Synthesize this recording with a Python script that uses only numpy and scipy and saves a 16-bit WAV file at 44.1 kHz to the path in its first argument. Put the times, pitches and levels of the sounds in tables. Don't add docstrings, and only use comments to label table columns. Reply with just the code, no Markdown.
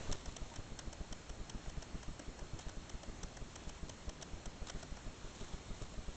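import sys
import numpy as np
from scipy import signal
from scipy.fft import rfft, irfft
from scipy.io import wavfile
from scipy.ndimage import uniform_filter1d

SR = 44100
rng = np.random.default_rng(int(sys.argv[2]) if len(sys.argv) > 2 else 0)


def voltage_ratio(decibels):
    exponent = np.asarray(decibels, float) / 20
    return 10 ** exponent


def to_wav(sig):
    pcm = np.clip(np.atleast_2d(sig), -1, 1) * 32767
    pcm = np.round(pcm).astype(np.int16)
    wavfile.write(sys.argv[1], SR, pcm.T)


N = 271636


def evened(x):
    return x / np.sqrt(np.mean(x ** 2) + 1e-20)


def body_ring(resonances):
    t = np.arange(900) / SR
    answer = np.zeros(900)
    for k, (hz, width_hz, db) in enumerate(resonances):
        fade = np.exp(-np.pi * width_hz * t)
        answer += (-1) ** k * voltage_ratio(db) * fade * np.sin(2 * np.pi * hz * t)
    return answer / np.linalg.norm(answer)


def add(mix, start_s, sound):
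    part = mix[round(start_s * SR):][:len(sound)]
    part += sound[:len(part)]


# frequency in Hz, level in dB per Hz.
HISS_COLOUR = [(12, -28.5), (20, 4), (49, -5.5), (395, -15.5), (473, -18.5), (626, -18), (808, -21),
               (2300, -27), (4200, -29.5), (4690, -31.5), (5470, -30.5), (7060, -29), (7700, -29.5),
               (8000, -32.5)]
HISS_DB = -52


def hiss():
    frames, hz = N // 256 + 5, np.fft.rfftfreq(1024, 1 / SR)
    real, imaginary, patches = rng.standard_normal((frames, 513, 3)).T
    patches = uniform_filter1d(patches, size=12, axis=0)
    patches = evened(uniform_filter1d(patches, size=8, axis=1))
    colour_hz, colour_db = np.transpose(HISS_COLOUR)
    level_db = np.interp(np.log(hz + 1), np.log(colour_hz + 1), colour_db)
    spectrum = (real + 1j * imaginary) * voltage_ratio(level_db[:, None] + 1.02 * patches)
    noise = signal.istft(spectrum, nperseg=1024, noverlap=768)[1][:N]
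    return voltage_ratio(HISS_DB) * evened(noise)


# frequency in Hz, level in dB.
WHINE_TONES = [(4290, -75.5)]


def whine():
    t = np.arange(N) / SR
    return sum(np.sqrt(2) * voltage_ratio(db) * np.sin(2 * np.pi * hz * t) for hz, db in WHINE_TONES)


# start in seconds, depth of the sag in dB, length in ms.
PLAIN_WRITES = [(0.28, -35.6, 8.6), (0.7194, -36.6, 11.0), (0.8724, -35.4, 9.3), (1.0066, -35.0, 9.0),
                (1.112, -36.6, 13.6), (1.3026, -38.5, 9.4), (1.4033, -36.8, 11.9), (1.6739, -36.2, 10.8),
                (1.775, -34.5, 9.8), (2.0816, -35.2, 11.5), (2.2818, -35.9, 9.2), (2.4179, -37.1, 10.2),
                (2.6667, -35.1, 9.4), (2.7713, -37.2, 11.1), (2.9428, -35.6, 10.6), (3.0869, -37.4, 13.2),
                (3.239, -36.2, 9.4), (3.4155, -36.7, 11.6), (3.6731, -34.6, 8.3), (3.8301, -36.2, 8.9),
                (4.0788, -34.3, 9.0), (4.3345, -36.2, 8.5), (4.4664, -36.7, 12.3), (4.6183, -34.0, 8.6),
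                (4.7491, -35.1, 12.9), (4.918, -34.7, 8.5), (5.537, -35.4, 9.2), (5.7054, -35.2, 11.5),
                (5.9801, -35.1, 12.1), (6.0822, -34.6, 9.1)]
EASE_AT_MS, EASE_SHARE = 4.8, .2
# start in seconds, depth of the sag in dB, length in ms,
# time of the pause in ms, share of the sag recovered in the pause.
BROKEN_WRITES = [
    (0.0945, -29.3, 20.0, 5.1, 0.06),
    (0.4179, -35.4, 12.3, 11.6, 0.67),
    (0.5865, -36.1, 15.3, 6.3, 1.06),
    (1.5475, -35.4, 11.2, 3.0, 0.9),
    (1.9456, -35.0, 13.2, 10.1, 1.12),
    (2.5347, -35.5, 11.0, 5.6, 0.85),
    (5.0673, -36.4, 13.8, 16.0, 0.0),
    (5.245, -38.5, 10.7, 12.1, 1.2),
    (5.4129, -37.3, 18.2, 3.6, 0.89),
    (5.8169, -35.3, 13.2, 5.0, 0.88),
]
# multiple of the page rate, level in dB against the sag.
PAGE_RIPPLE = [(1, -16.5), (1.5, -26.5), (2, -20.5), (3, -21.5), (6, -27.5)]
PAGE_HZ = 206.1
SAG_TRIM_DB, COUPLING_HZ = 0.3, 7.0


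def sags():
    out = np.zeros(N)
    multiple, ripple_db = np.transpose(PAGE_RIPPLE)[:, :, None]
    plain = [(*row, EASE_AT_MS, EASE_SHARE) for row in PLAIN_WRITES]
    writes = sorted(plain + BROKEN_WRITES)
    chances = rng.random((len(writes), 3, len(PAGE_RIPPLE), 1))
    ms = np.arange(1600) / SR * 1000 - 4
    for (s, db, length, pause, share), (phase, detune, size) in zip(writes, chances):
        onset = .5 + .5 * np.tanh(ms / 0.9)
        release = .5 + .5 * np.tanh((length - ms) / 0.92)
        load = onset * release * (1 - share * np.exp(-((ms - pause) / 1.21) ** 2))
        turns = multiple * PAGE_HZ * (1 + 0.067 * (detune - .5)) * ms / 1000 + phase
        ripple = voltage_ratio(ripple_db + 6.0 * (size - .5)) * np.cos(2 * np.pi * turns)
        load = load * (1 + np.sum(ripple, axis=0))
        add(out, s - .004, -voltage_ratio(db + SAG_TRIM_DB) * load)
    return signal.lfilter(*signal.butter(1, COUPLING_HZ, "high", fs=SR), out)


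def rattles(resonances, fade_s, swell=0):
    t = np.arange(600) / SR
    blows = rng.standard_normal((len(TICKS), 4, 600)) * t ** swell * np.exp(-t / fade_s)
    rung = signal.fftconvolve(blows, body_ring(resonances)[None, None], axes=-1)
    return rung / abs(rung).max(-1, keepdims=True)


# start in seconds, peak in dB, step (0-3) at which the push peaks.
TICKS = [(0.1239, -34, 1.4), (0.2569, -44, .9), (0.364, -38, 1.8), (0.5581, -42.5, 1.7), (0.7897, -37, .6),
         (0.9279, -43.5, 1.2), (1.1249, -40.5, 1.4), (1.2941, -45.5, 1.9), (1.4957, -40, 1.6),
         (1.6947, -46.5, 1.8), (1.823, -41.5, 1.7), (2.0286, -47.5, 1.9), (2.1937, -43, 0.98),
         (2.3884, -46, 3.3), (2.5896, -42.5, 1.5), (2.6911, -46.5, 2.3), (2.8948, -43, 1.7),
         (3.031, -46, 1.1), (3.2309, -39.5, 1.5), (3.3686, -46.5, 1.3), (3.556, -40.5, 1.7),
         (3.6922, -44, 1.3), (3.8942, -39.5, 0.69), (4.0922, -42.5, 1.3), (4.2234, -38.5, 2),
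         (4.4569, -43.5, 0.87), (4.6967, -38, 2.1), (4.827, -43, 1.8), (4.9684, -52, .6)]
# frequency in Hz, width in Hz, level in dB.
SHELL = [(3115, 214, -12.5), (4170, 720, -8.5), (5586, 540, -0.5), (6414, 330, -2.5), (6590, 420, -4.5),
         (7660, 780, -1.5)]
# frequency in Hz, width in Hz, level in dB.
KNOCK = [(645, 186, 0), (986, 275, -4), (1355, 220, -5.5), (1950, 420, -3.5)]
# frequency in Hz, width in Hz, level in dB.
BARREL = [(2430, 1000, 0.5), (3120, 480, 3.5), (3820, 660, -1.5)]
STEP_S = .002
DROOP_DB = 1.5
KNOCK_DB, KNOCK_GROWTH, USUAL_PEAK_DB = -48, 0.3, -42.5


def motor():
    out = np.zeros(N)
    rings, knocks = rattles(SHELL, 0.00014), rattles(KNOCK, 0.0019)
    barrels, whirrs = rattles(BARREL, 0.0024), rattles(SHELL, .002, swell=0.72)
    bursts = zip(TICKS, rings, knocks, barrels, whirrs)
    for (s, peak_db, peak_step), ring, knock, barrel, whirr in bursts:
        steps_db = peak_db - DROOP_DB * (np.arange(4) - peak_step) ** 2
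        knock_db = KNOCK_DB + KNOCK_GROWTH * (peak_db - USUAL_PEAK_DB)
        barrel_db = np.mean(steps_db) - 12.5
        for k, db in enumerate(steps_db):
            step_s = s + k * STEP_S
            body = voltage_ratio(knock_db) * knock[k] + voltage_ratio(barrel_db) * barrel[k]
            add(out, step_s, voltage_ratio(db + 2.0) * ring[k] + body)
            add(out, step_s - .0025, voltage_ratio(db - 12.5) * whirr[k])
    return out


# start in seconds, peak in dB, pitch in Hz,
# time to fade by 60 dB in seconds.
BUMPS = [
    (.515, -41, 930, 0.046),
    (2.19, -42, 294, 0.1),
    (3.078, -42.5, 231, 0.064),
    (4.795, -54, 404, 0.024),
    (4.952, -49, 380, 0.045),
    (5.409, -49, 414, 0.076),
    (0.1, -49, 277, .06),
    (.125, -38.5, 1017, 0.033),
    (4.086, -44, 1030, 0.041),
    (4.698, -33.5, 1470, 0.022),
]


def paws():
    out, t = np.zeros(N), np.arange(4000) / SR
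    for s, db, hz, t60 in BUMPS:
        push = 1 - np.exp(-t / 0.0041)
        add(out, s, voltage_ratio(db - 60 * t / t60) * push * np.sin(2 * np.pi * hz * t))
    return out


# time of the climax in seconds, level in dB, spread in seconds.
STIRS = [(0, -57.5, 0.11), (.16, -56.5, 0.081), (.29, -55.5, 0.028), (.45, -61.5, .15),
         (1.68, -56.5, 0.046), (1.83, -61, .03), (2.609, -50, .02), (3.25, -67, 0.057), (3.66, -55, 0.087),
         (4.69, -53.5, 0.017), (4.8, -54.5, 0.035), (4.96, -59, .08), (5.3, -62, 0.092), (5.42, -52.5, 0.1),
         (5.53, -60, 0.074), (5.69, -58, 0.037), (5.821, -53, .04), (6.16, -59, 0.22)]
CHEWING_DB = -66.5


def stirring():
    t = np.arange(N) / SR
    return voltage_ratio(CHEWING_DB) + sum(voltage_ratio(db) * np.exp(-abs(t - s) / spread) for s, db, spread in STIRS)


# start in seconds, peak in dB, low knock in dB against the snap,
# time to fade by 60 dB in seconds.
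SNAPS = [(0.115, -32.5, -14.5, 0.017), (0.1804, -56, -10, 0.025), (0.282, -44, -9, 0.032),
         (0.4997, -44.5, -1, 0.033), (0.5381, -39, -2, 0.025), (0.7991, -42, -3, 0.015),
         (1.66, -45, 3, 0.025), (2.6844, -36.5, -18, 0.011), (3.252, -61, -6, 0.022),
         (3.884, -44.5, -13, 0.035), (3.9408, -49, -14, 0.017), (4.2128, -40, -14, 0.044),
         (4.6707, -35, -28, 0.036), (4.6846, -37.5, -10, 0.045), (4.7945, -45.5, -9, 0.031),
         (5.7946, -53, -9, 0.014), (5.8206, -40, -16, 0.028), (5.9388, -45.5, 3, 0.031)]
# frequency in Hz, width in Hz, level in dB.
STALKS = [(1130, 690, -2), (3100, 940, -1), (4020, 870, -1.5), (5560, 960, -3.5), (7270, 1100, -1)]
GRAINS_PER_S = 5400


def hay():
    snaps, knocks = np.zeros(N), np.zeros(N)
    t = np.arange(900) / SR
    splinters = rng.standard_normal((len(SNAPS), 2, 900))
    for (s, db, knock_db, t60), (bright, low) in zip(SNAPS, splinters):
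        fade = voltage_ratio(db - 9.5 - 60 * t / t60)
        add(snaps, s, fade * bright)
        add(knocks, s, voltage_ratio(knock_db) * fade * low)
    clumps = evened(uniform_filter1d(rng.standard_normal(N), size=200))
    grains = rng.standard_normal(N) * (rng.random(N) < GRAINS_PER_S / SR) * voltage_ratio(1.7 * clumps)
    grains = evened(grains) * stirring() * voltage_ratio(-8.0)
    stalks = signal.oaconvolve(snaps + grains, body_ring(STALKS))[:N]
    bedding = signal.oaconvolve(knocks, body_ring(KNOCK))[:N]
    return stalks + bedding


PORT_NOTCH_HZ, PORT_NOTCH_WIDTH_HZ = 4680, 170


def port(x):
    notch = signal.iirnotch(PORT_NOTCH_HZ, PORT_NOTCH_HZ / PORT_NOTCH_WIDTH_HZ, fs=SR)
    return 0.72 * signal.lfilter(*notch, x) + 0.36 * x


SETTLE_S, SETTLE_DB, OFFSET_DB = .157, 4.5, -48.5


def scene():
    early = np.arange(N) < SETTLE_S * SR
    floor = voltage_ratio(SETTLE_DB * early) * (0.88 * port(hiss()) + whine())
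    floor = floor + voltage_ratio(OFFSET_DB) * early
    return (floor + sags() + port(motor() + paws() + hay()))[None]


def band_limit(x):
    return signal.sosfilt(signal.butter(12, 9030, fs=SR, output="sos"), x)


CONVERTER_HZ = 16000


def record(dry):
    spectrum = rfft(dry)
    spectrum[:, np.fft.rfftfreq(N, 1 / SR) > CONVERTER_HZ / 2] = 0
    mirror = 2 * np.cos(2 * np.pi * CONVERTER_HZ * np.arange(N) / SR)
    sampled = irfft(spectrum, N) * (1 + mirror)
    edge = signal.firwin(91, 8000, window=("kaiser", 8.5), fs=SR)
    return band_limit(signal.oaconvolve(sampled, edge[None], "same"))


dry = scene()
out = record(dry)
to_wav(out)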